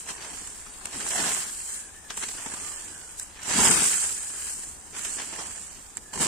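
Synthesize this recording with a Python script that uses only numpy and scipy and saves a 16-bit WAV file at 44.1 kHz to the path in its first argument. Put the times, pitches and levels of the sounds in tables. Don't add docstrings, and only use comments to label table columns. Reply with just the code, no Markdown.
import sys
import numpy as np
from scipy import signal
from scipy.fft import rfft, irfft, next_fast_len
from scipy.io import wavfile
from scipy.ndimage import uniform_filter1d

SR = 44100
rng = np.random.default_rng(int(sys.argv[2]) if len(sys.argv) > 2 else 0)


def invert_db(x):
    u = np.asarray(x, float) / 20
    return 10 ** u


def generate_wav(sig):
    pcm = np.round(np.clip(np.atleast_2d(sig).T, -1, 1) * 32767).astype(np.int16)
    wavfile.write(sys.argv[1], SR, pcm)


N = 276507

# start in seconds, leaf peak in dB, stalk peak in dB, straw pitch in Hz.
CRACKS = [(0.0655, -36, -39, 3024), (0.151, -28, -33, 1900), (0.197, -34, -37, 1590),
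          (0.8558, -13.5, -25.5, 2700), (0.8579, -27, -34, 1200), (0.8695, -24, -32, 2484),
          (1.3473, -15, -24.5, 1970), (3.1945, -20, -42, 1900), (3.1975, -13, -34, 1650),
          (6.206, -25, -25, 700), (3.5373, -17, -19, 1670), (3.5742, -18, -27, 1280),
          (3.607, -13, -18, 1500), (1.163, -21, -31, 860), (1.215, -20, -29, 1500), (5.46, -35, -33, 1700),
          (3.2304, -22, -50, 1643), (3.6815, -5, -34, 1450), (3.6853, -2, -34, 1600),
          (3.648, -10, -30, 1500), (3.652, -8, -26, 1100), (2.2262, -30, -27, 1600),
          (2.237, -30, -21.5, 2200), (3.8327, -8, -34, 2110), (2.1744, -22, -26, 3100),
          (4.992, -23, -38, 1450), (5.97, -15, -31, 1820), (5.9775, -34, -33, 1760),
          (6.176, -20, -26, 1004), (6.2217, -20, -28, 940), (6.226, -19, -21, 1140)]
LEFT_RIGHT = np.array([[1], [-1]])


def at_hz(points, hz):
    points = np.array(points)
    return np.interp(np.log(hz + 1), np.log(points[:, 0]), points[:, 1])


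def rms_one(x):
    return x / np.sqrt(np.mean(x ** 2) + 1e-20)


def drift(rate_hz):
    hop, settle = 40, 2000
    pole = np.exp(-2 * np.pi * rate_hz * hop / SR)
    noise = rng.standard_normal(N // hop + settle + 2)
    slow = signal.lfilter([1], [1, -2 * pole, pole * pole], noise)[settle:]
    return np.interp(np.arange(N) / hop, np.arange(len(slow)), rms_one(slow))


def fade(clicks, ms):
    return signal.lfilter([1], [1, -np.exp(-1000 / (max(ms, .05) * SR))], clicks + 1e-18)


def grains(per_s, spread_db, ms, clump_db, bed):
    born = rng.random(N) < per_s * invert_db(clump_db * drift(25)) / SR
    sizes = invert_db(2 * spread_db * np.minimum(rng.exponential(1, N), 4))
    power = fade(born * sizes, ms)
    return np.sqrt(bed + power / power.mean())


def coloured(loudness, spectrum, patchy_db, patch_rate, count):
    # frequency in Hz, left-right likeness from 0 to 1.
    likeness = [(60, 0.7), (130, 1), (290, 0.81), (640, 0.49), (1410, 0.28), (3100, 0.2), (6820, 0.022),
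                (15000, 0.045)]
    # frequency in Hz, left over right in dB.
    ear_lean = [(60, 6), (300, 8), (700, 1), (1300, 8), (2400, 2.5), (4400, 2.5), (6000, -2.5),
                (7300, -10.5), (8200, -1.5), (9000, 13.5), (10000, 3.5), (12000, 4), (15000, 1.5)]
    size = next_fast_len(N)
    hz = np.fft.rfftfreq(size, 1 / SR)
    gain = invert_db(at_hz(spectrum, hz))
    gain /= np.sqrt(np.mean(gain ** 2))
    alike = np.clip(at_hz(likeness, hz), 0, 1)
    mid, side = rfft(rng.standard_normal((2, N)) * loudness, size) / np.sqrt(2)
    lean = invert_db(at_hz(ear_lean, hz) / 2 * LEFT_RIGHT)
    pair = gain * lean * (np.sqrt(1 + alike) * mid + np.sqrt(1 - alike) * side * LEFT_RIGHT)
    place = np.interp(np.log(hz + 1), np.log([spectrum[0][0], spectrum[-1][0]]), [0, count - 1])
    out = np.zeros((2, N))
    for k in range(count):
        share = np.clip(1 - abs(place - k), 0, 1)
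        out += invert_db(patchy_db * drift(patch_rate)) * irfft(pair * share, size)[:, :N]
    return out


def movements(rows, still_db):
    edge_db = 20
    swell_bend = 1.3
    t = np.arange(0, N / SR + .002, .001)
    power = invert_db(2 * still_db)
    for s, db, swell_s, fade_s in rows:
        early = np.maximum(s - t, 0) / max(swell_s, .005)
        late = np.maximum(t - s, 0) / max(fade_s, .005)
        power = power + invert_db(2 * (db - edge_db * (early ** swell_bend + late)))
    return np.interp(np.arange(N) / SR, t, 10 * np.log10(power))


def breaks():
    # start in seconds, leaf peak in dB, stalk peak in dB, straw pitch in Hz.
    snaps = [(0.0872, -30, -28, 1790), (0.3311, -33, -35, 790), (0.4707, -22.5, -34.5, 2960),
             (0.6636, -50, -38, 1270), (0.789, -49, -49, 1620), (1.001, -22, -27, 1550),
             (1.086, -16.5, -46, 1610), (2.1013, -26.5, -24.5, 3350), (2.169, -19, -31, 3100),
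             (3.7398, -13, -33, 2000), (5.972, -26, -44, 2900), (2.31, -28, -35, 2000),
             (2.3717, -36, -38, 1500), (2.2308, -29, -26, 1970), (2.2844, -22, -28.5, 2420),
             (2.3814, -39, -33, 1480), (2.459, -23, -27, 910), (2.5174, -36, -29.5, 1650),
             (2.5366, -23, -31, 1020), (3.2113, -34, -38.5, 1795), (3.3887, -66.5, -36.5, 1770),
             (3.4294, -23, -65, 3030), (3.453, -25, -31, 1520), (3.478, -24, -32, 810),
             (3.504, -29, -30, 930), (3.589, -20, -18, 1020), (3.636, -21, -22, 2390),
             (3.668, -12, -15, 894), (3.818, -18, -24.5, 790), (1.2, -26, -19.5, 1740),
             (1.262, -18, -22.5, 1600), (1.277, -22, -32, 1800), (2.424, -40, -49, 1000),
             (2.494, -40, -42, 1130), (4.935, -40, -40, 2330), (4.948, -36, -33, 2410),
             (5.18, -38, -31, 1650), (5.215, -29, -31.5, 2220), (3.6501, -17, -16.5, 944),
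             (3.708, -5.5, -13.5, 1460), (4.4952, -22, -39, 1470), (4.633, -26, -38.5, 1830),
             (4.963, -26, -35.5, 1510), (5.0474, -18, -28, 3240), (5.1987, -38, -29, 1800),
             (5.328, -37, -33, 910), (5.39, -26, -33.5, 1190), (6.132, -30, -31, 1860),
             (6.155, -25, -29, 1035), (6.2081, -18, -29, 830)]
    snap_ms, crack_ms = 4.5, 1
    out = []
    for rows, ms in ((snaps, snap_ms), (CRACKS, crack_ms)):
        for s, leaf_db, stalk_db, hz in rows:
            thud_db = stalk_db - 11 - 11.5 * np.log2(hz / 1000)
            out.append((s, leaf_db, stalk_db, thud_db, hz, ms))
    return out


def bursts(column, stretch, swell):
    out = np.zeros(N)
    for row in breaks():
        start = round(row[0] * SR)
        t = np.arange(min(round(.08 * SR), N - start)) / SR
        life = max(stretch * row[5], .3) / 1000
        rise = (1 - np.exp(-t / (swell * life))) ** 2
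        out[start:][:len(t)] += invert_db(row[column]) * np.exp(-t / life) * rise
    return out


def field():
    # frequency in Hz, spectrum level in dB per Hz.
    air_spectrum = [(12, -35), (20, 3.5), (86, 0.5), (198, -34), (458, -13), (717, -11.5), (780, -9),
                    (1290, -13.5), (2260, -18.5), (2450, -18), (2900, -24.5), (6710, -15), (8880, -12.5),
                    (10500, -27.5), (16000, -25)]
    return coloured(np.full(N, invert_db(-52)), air_spectrum, 0.98, 0.51, count=6)


def birds():
    # start in seconds, length in seconds, level in dB, top pitch in Hz, sag in Hz.
    caws = [
        (1.66, 0.28, -59, 1670, 90),
        (1.91, 0.22, -54, 1760, 110),
        (2.5, 0.28, -54, 1212, 40),
        (2.58, 0.46, -57, 1790, 300),
        (2.85, .32, -59.5, 1510, 110),
        (4.1, .5, -59, 1725, 249),
        (6.0, 0.22, -57, 1710, 84),
    ]
    width_hz, edge_s = 55, .07
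    top = .25
    out = np.zeros(N)
    low_pass = signal.butter(2, width_hz, fs=SR, output="sos")
    rasp = rms_one(signal.sosfilt(low_pass, rng.standard_normal((2, N))))
    for s, length, db, hz, sag_hz in caws:
        t = np.arange(round(length * SR)) / SR
        here = slice(round(s * SR), round(s * SR) + len(t))
        pitch = hz - sag_hz * ((t / length - top) / (1 - top)) ** 2
        phase = 2 * np.pi * np.cumsum(pitch) / SR
        shape = np.clip(np.minimum(t, length - t) / edge_s, 0, 1)
        out[here] += invert_db(db) * shape * (rasp[0, here] * np.cos(phase) + rasp[1, here] * np.sin(phase))
    return out * invert_db(1.5 * LEFT_RIGHT)


def cradle():
    # loudest moment in seconds, level in dB, swell in seconds, fade in seconds, pitch in Hz.
    hums = [
        (.99, -50, 0.044, 0.06, 248),
        (1.19, -37.5, 0.11, 0.079, 730),
        (1.275, -41, 0.049, .04, 760),
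        (3.57, -32.5, 0.04, 0.069, 208),
        (3.6, -37, 0.044, 0.049, 228),
        (3.6, -36, 0.071, 0.05, 900),
        (3.668, -31, 0.076, 0.074, 840),
        (6.208, -39, .02, 0.041, 223),
    ]
    half_width = 0.08
    out = np.zeros(N)
    rub = rng.standard_normal(N)
    for *row, hz in hums:
        here = slice(round(max(row[0] - .4, 0) * SR), round((row[0] + .3) * SR))
        band = [hz * (1 - half_width), hz * (1 + half_width)]
        ring = signal.sosfilt(signal.butter(1, band, "band", fs=SR, output="sos"), rub[here])
        out[here] += rms_one(ring) * invert_db(movements([row], -120)[here])
    return out * invert_db(2.5 * LEFT_RIGHT)


def sheaf():
    # loudest moment in seconds, level in dB, swell in seconds, fade in seconds.
    bumps = [(0.25, -58, 0.33, 1), (0.97, -49.5, 0.14, 0.52), (1.25, -44.5, 0.17, 0.23),
             (2.25, -55, 0.16, 0.31), (2.7, -54, 0.22, 0.15), (3.59, -38, 0.11, 0.42),
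             (3.7, -35.5, 0.17, 0.14), (3.83, -43, 0.14, 0.059), (4.07, -58, 0.14, 0.76),
             (5.32, -55, 0.69, 0.55), (6.175, -42.5, 0.037, .1), (6.21, -37.5, 0.019, 0.058),
             (6.26, -42, 0.11, .5)]
    # frequency in Hz, spectrum level in dB per Hz.
    thud_spectrum = [(29, -57), (50, -6), (96, -7.5), (129, -4), (199, 1), (467, -3.5), (530, -12.5),
                     (600, -21), (780, -19), (1320, -120)]
    bump = invert_db(movements(bumps, still_db=-61)) * grains(80, 1.16, 15.0, 6.5, 0.27)
    thud = invert_db(6.5) * bursts(3, stretch=1.17, swell=0.37)
    return coloured(np.hypot(bump, thud), thud_spectrum, 0.67, 25, count=3)


def brushing():
    # loudest moment in seconds, level in dB, swell in seconds, fade in seconds.
    brushes = [(0.0, -38.5, .1, 0.084), (0.1, -38.5, 0.075, 0.12), (0.36, -40.5, 0.33, 0.93),
               (0.97, -41, 0.15, .5), (1.13, -32, 0.27, 0.66), (1.23, -28.5, 0.19, 0.22),
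               (1.35, -32, 0.23, 0.47), (1.75, -34.5, 0.31, 0.13), (1.84, -51.5, .1, 0.34),
               (2.11, -44.5, .015, .4), (2.18, -37, 0.018, 1), (2.68, -38.5, 0.39, 0.63),
               (3.1, -46.5, 0.062, 0.25), (3.19, -41, 0.03, 0.092), (3.225, -40.5, .05, 0.046),
               (3.52, -29.5, 0.1, 0.49), (3.65, -22, 0.18, 0.69), (3.86, -26, 0.15, 0.36),
               (4.05, -33.5, 0.41, 0.075), (4.5, -35.5, 0.44, 0.31), (4.66, -51.5, .1, .5),
               (4.98, -39, 0.05, 0.32), (5.05, -37, 0.096, 0.45), (5.21, -38, 0.38, 0.17),
               (5.42, -41, 0.33, 0.37), (5.6, -42, 0.76, 0.44), (6.134, -41, 0.005, 1),
               (6.215, -29.5, 0.039, 1)]
    return movements(brushes, still_db=-54)


def crushing(rustle_db):
    # loudest moment in seconds, level in dB, swell in seconds, fade in seconds,
    # thick bundles over single stems in dB.
    crushes = [(0.1, -36, 0.044, 0.065, -1), (0.238, -42, 0.16, 0.56, -3.5), (0.95, -56, 0.076, .4, -13),
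               (1.191, -35, 0.5, 0.39, -4), (1.28, -30.5, 0.23, 0.15, -6), (1.05, -44, 0.13, .3, -8),
               (1.41, -36, 0.19, 0.11, -7.5), (1.7, -49, 0.19, 0.24, -5.5),
               (2.105, -42.5, 0.018, 0.37, -11.5), (2.235, -36.5, 0.06, 0.033, -7),
               (2.39, -43.5, 0.092, 1, -3.5), (2.66, -49, 0.84, 0.75, -3), (3.46, -50, 0.03, .2, -5),
               (3.51, -39, 0.064, 0.33, 5), (3.58, -24.5, 0.12, 0.36, -8.5), (3.66, -23, 0.21, 0.22, -7),
               (3.83, -28, 0.058, 0.19, -9), (4.05, -41, 0.12, 0.17, -3.5), (4.47, -49, 1, 0.35, -3),
               (4.965, -38.5, 0.046, 0.79, -8.5), (5.199, -35.5, 0.027, 0.072, -3),
               (5.34, -43.5, 0.058, 0.34, -0.5), (5.41, -41, 0.082, 0.2, -1.5),
               (6.134, -42, 0.005, 0.65, 1), (6.207, -30, 0.028, 1, -1)]
    crunch_db = movements([row[:4] for row in crushes], still_db=-60)
    knock_db = rustle_db - 11.5
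    crunch_db = 10 * np.log10(invert_db(2 * crunch_db) + invert_db(2 * knock_db))
    thick = [(s, db + thick_db, swell_s, fade_s) for s, db, swell_s, fade_s, thick_db in crushes]
    return crunch_db, movements(thick, still_db=-64.5)


def leaves(rustle_db):
    # frequency in Hz, spectrum level in dB per Hz.
    leaf_spectrum = [(1470, -52), (2500, -18.5), (2810, -20.5), (3570, -19), (5650, -13), (6590, -7.5),
                     (7350, -1), (7760, 1.5), (9210, -4), (10500, -15.5), (11400, -19), (14700, -24.5),
                     (16000, -10.5)]
    rub = invert_db(rustle_db) * grains(1500, 0.36, 0.98, 2.7, 0.81)
    snap = invert_db(-2.5) * bursts(1, stretch=1.0, swell=0.28)
    return coloured(np.hypot(rub, snap), leaf_spectrum, 0.92, 3.2, count=5)


def stalks(crunch_db, bundle_db):
    # frequency in Hz, spectrum level in dB per Hz.
    stem_spectrum = [(680, -46), (1150, -8.5), (1690, -1.5), (2190, -6), (3110, -4.5), (3590, -10.5),
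                     (5000, -7.5), (6500, -6.5), (11000, -120)]
    # frequency in Hz, spectrum level in dB per Hz.
    bundle_spectrum = [(240, -14.5), (400, -5.5), (529, -9), (690, -4.5), (1050, -2), (1360, -15.5),
                       (2310, -120)]
    crush = grains(450, 2.3, 2, 3.2, .6)
    snap = bursts(2, stretch=1.27, swell=0.57)
    stems = np.hypot(invert_db(crunch_db - 3.0) * crush, invert_db(2.5) * snap)
    bundles = np.hypot(invert_db(bundle_db - 5.0) * crush, invert_db(-4.5) * snap)
    return (coloured(stems, stem_spectrum, 1.3, 15.5, count=4)
            + coloured(bundles, bundle_spectrum, 1.2, 36, count=3))


def straws():
    out = np.zeros(N)
    t = np.arange(round(.02 * SR)) / SR
    for s, leaf_db, stalk_db, thud_db, hz, ms in breaks():
        start = round(s * SR)
        way = rng.choice([-1, 1])
        ring = way * invert_db(stalk_db - 6.5) * np.exp(-t * hz / 6.0) * np.sin(2 * np.pi * hz * t)
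        out[start:][:len(t)] += ring[:N - start]
    return out * invert_db(1.5 * LEFT_RIGHT)


def cracks():
    port_hz = (8000, 7800)
    port_ms = .22
    step_hz, step_ms, step_db = 2360, 0.36, -2.5
    out = np.zeros((2, N))
    t = np.arange(round(.005 * SR)) / SR
    swell = 2718 * t / port_ms * np.exp(-1000 * t / port_ms)
    ring = swell * np.sin(2 * np.pi * np.outer(port_hz, t))
    step = invert_db(step_db) * np.exp(-1000 * t / step_ms) * np.sin(2 * np.pi * step_hz * t) * [[1.3], [.9]]
    for s, leaf_db, stalk_db, hz in CRACKS:
        out[:, round(s * SR):][:, :len(t)] += invert_db(leaf_db - 5) * ring + invert_db(stalk_db) * step
    return out


def panned(near):
    # time in seconds, left over right in units of 3.2 dB.
    blade_place = [(0, 0), (0.37, -1), (0.77, 0.5), (0.95, -0.5), (1.3, -1.0), (1.55, 0.25), (2.2, -0.2),
                   (3.0, -1), (3.2, 0.2), (3.3, -0.5), (3.65, -1), (3.77, 1), (3.86, -0.5), (4.5, 0.2),
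                   (5.05, -1), (5.6, -1), (6.27, -1)]
    s, lean_db = np.transpose(blade_place)
    pan_db = np.interp(np.arange(N) / SR, s, lean_db)
    return near * invert_db(1.6 * pan_db * LEFT_RIGHT)


def scene():
    rustle_db = brushing()
    crunch_db, bundle_db = crushing(rustle_db)
    near = leaves(rustle_db) + stalks(crunch_db, bundle_db) + straws() + cracks()
    return panned(near) + sheaf() + field() + birds() + cradle()


def masked(x):
    # frequency in Hz, share of the time shut in mid or side, in both, on the left only.
    shut = [(1500, 0, 0, 0), (2200, .08, .02, 0), (2800, .15, .05, 0), (3200, .12, .04, 0),
            (3600, .34, .06, 0), (4400, .3, .12, .04), (5000, .22, .1, .08), (5700, .2, .13, .24),
            (6300, .06, .06, .3), (6900, 0, 0, .2), (7500, 0, 0, 0), (9300, 0, 0, 0), (10200, .1, .36, 0),
            (11000, .15, .34, 0), (12500, .2, .48, 0), (14800, .15, .42, 0), (15300, 0, .85, 0)]
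    # start in seconds, length in seconds, centre
    # in Hz, width in Hz.
    spells = [(.02, .1, 4600, 200), (.66, .12, 4100, 250), (.93, .11, 3550, 300), (1.1, .08, 3650, 250),
              (1.58, .19, 3500, 350), (2.4, .1, 4200, 200), (2.93, .11, 4150, 300), (3.2, .1, 3500, 350),
              (3.645, .04, 4100, 500), (4.4, .2, 3550, 400), (4.8, .12, 3500, 350), (5.25, .06, 3600, 250),
              (5.4, .22, 3600, 150), (5.66, .09, 3450, 400), (5.83, .07, 4000, 250), (5.99, .19, 3600, 200)]
    frame, lead = 1024, 1024 - 565
    patch_bins, patch_hops = 9, 4
    pair = np.pad(np.array([x[0] + x[1], x[0] - x[1]]) / 2, ((0, 0), (lead, 0)))
    hz, s, cells = signal.stft(pair, SR, "cosine", 2 * frame)
    luck = uniform_filter1d(rng.standard_normal((4, len(hz), len(s))), patch_bins, axis=1)
    luck = uniform_filter1d(luck, patch_hops, axis=2)
    chance = luck.argsort(axis=None).argsort().reshape(luck.shape) / luck.size
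    chance = chance / rng.uniform(.4, 1.6, len(s))
    share = np.array([at_hz(np.array(shut)[:, [0, k]], hz)[:, None] for k in (1, 1, 2, 3)])
    passed = (chance > share) / np.sqrt(1 - share)
    mid, side = cells * passed[:2] * passed[2]
    for start, length, centre, width in spells:
        mid[abs(hz - centre) < width / 2] *= abs(s - lead / SR - start - length / 2) > length / 2
    sides = np.array([(mid + side) * passed[3], mid - side])
    return signal.istft(sides, SR, "cosine", 2 * frame)[1][:, lead:lead + N]


def top_cut(x):
    return signal.sosfilt(signal.butter(12, 15800, fs=SR, output="sos"), x)


def record(dry):
    rounded = .8 * np.tanh(dry / .8)
    low_pass = signal.cheby2(10, 60, 16300, fs=SR, output="sos")
    mix = masked(signal.sosfilt(low_pass, rounded))
    return top_cut(mix)


dry = scene()
out = record(dry)
generate_wav(out)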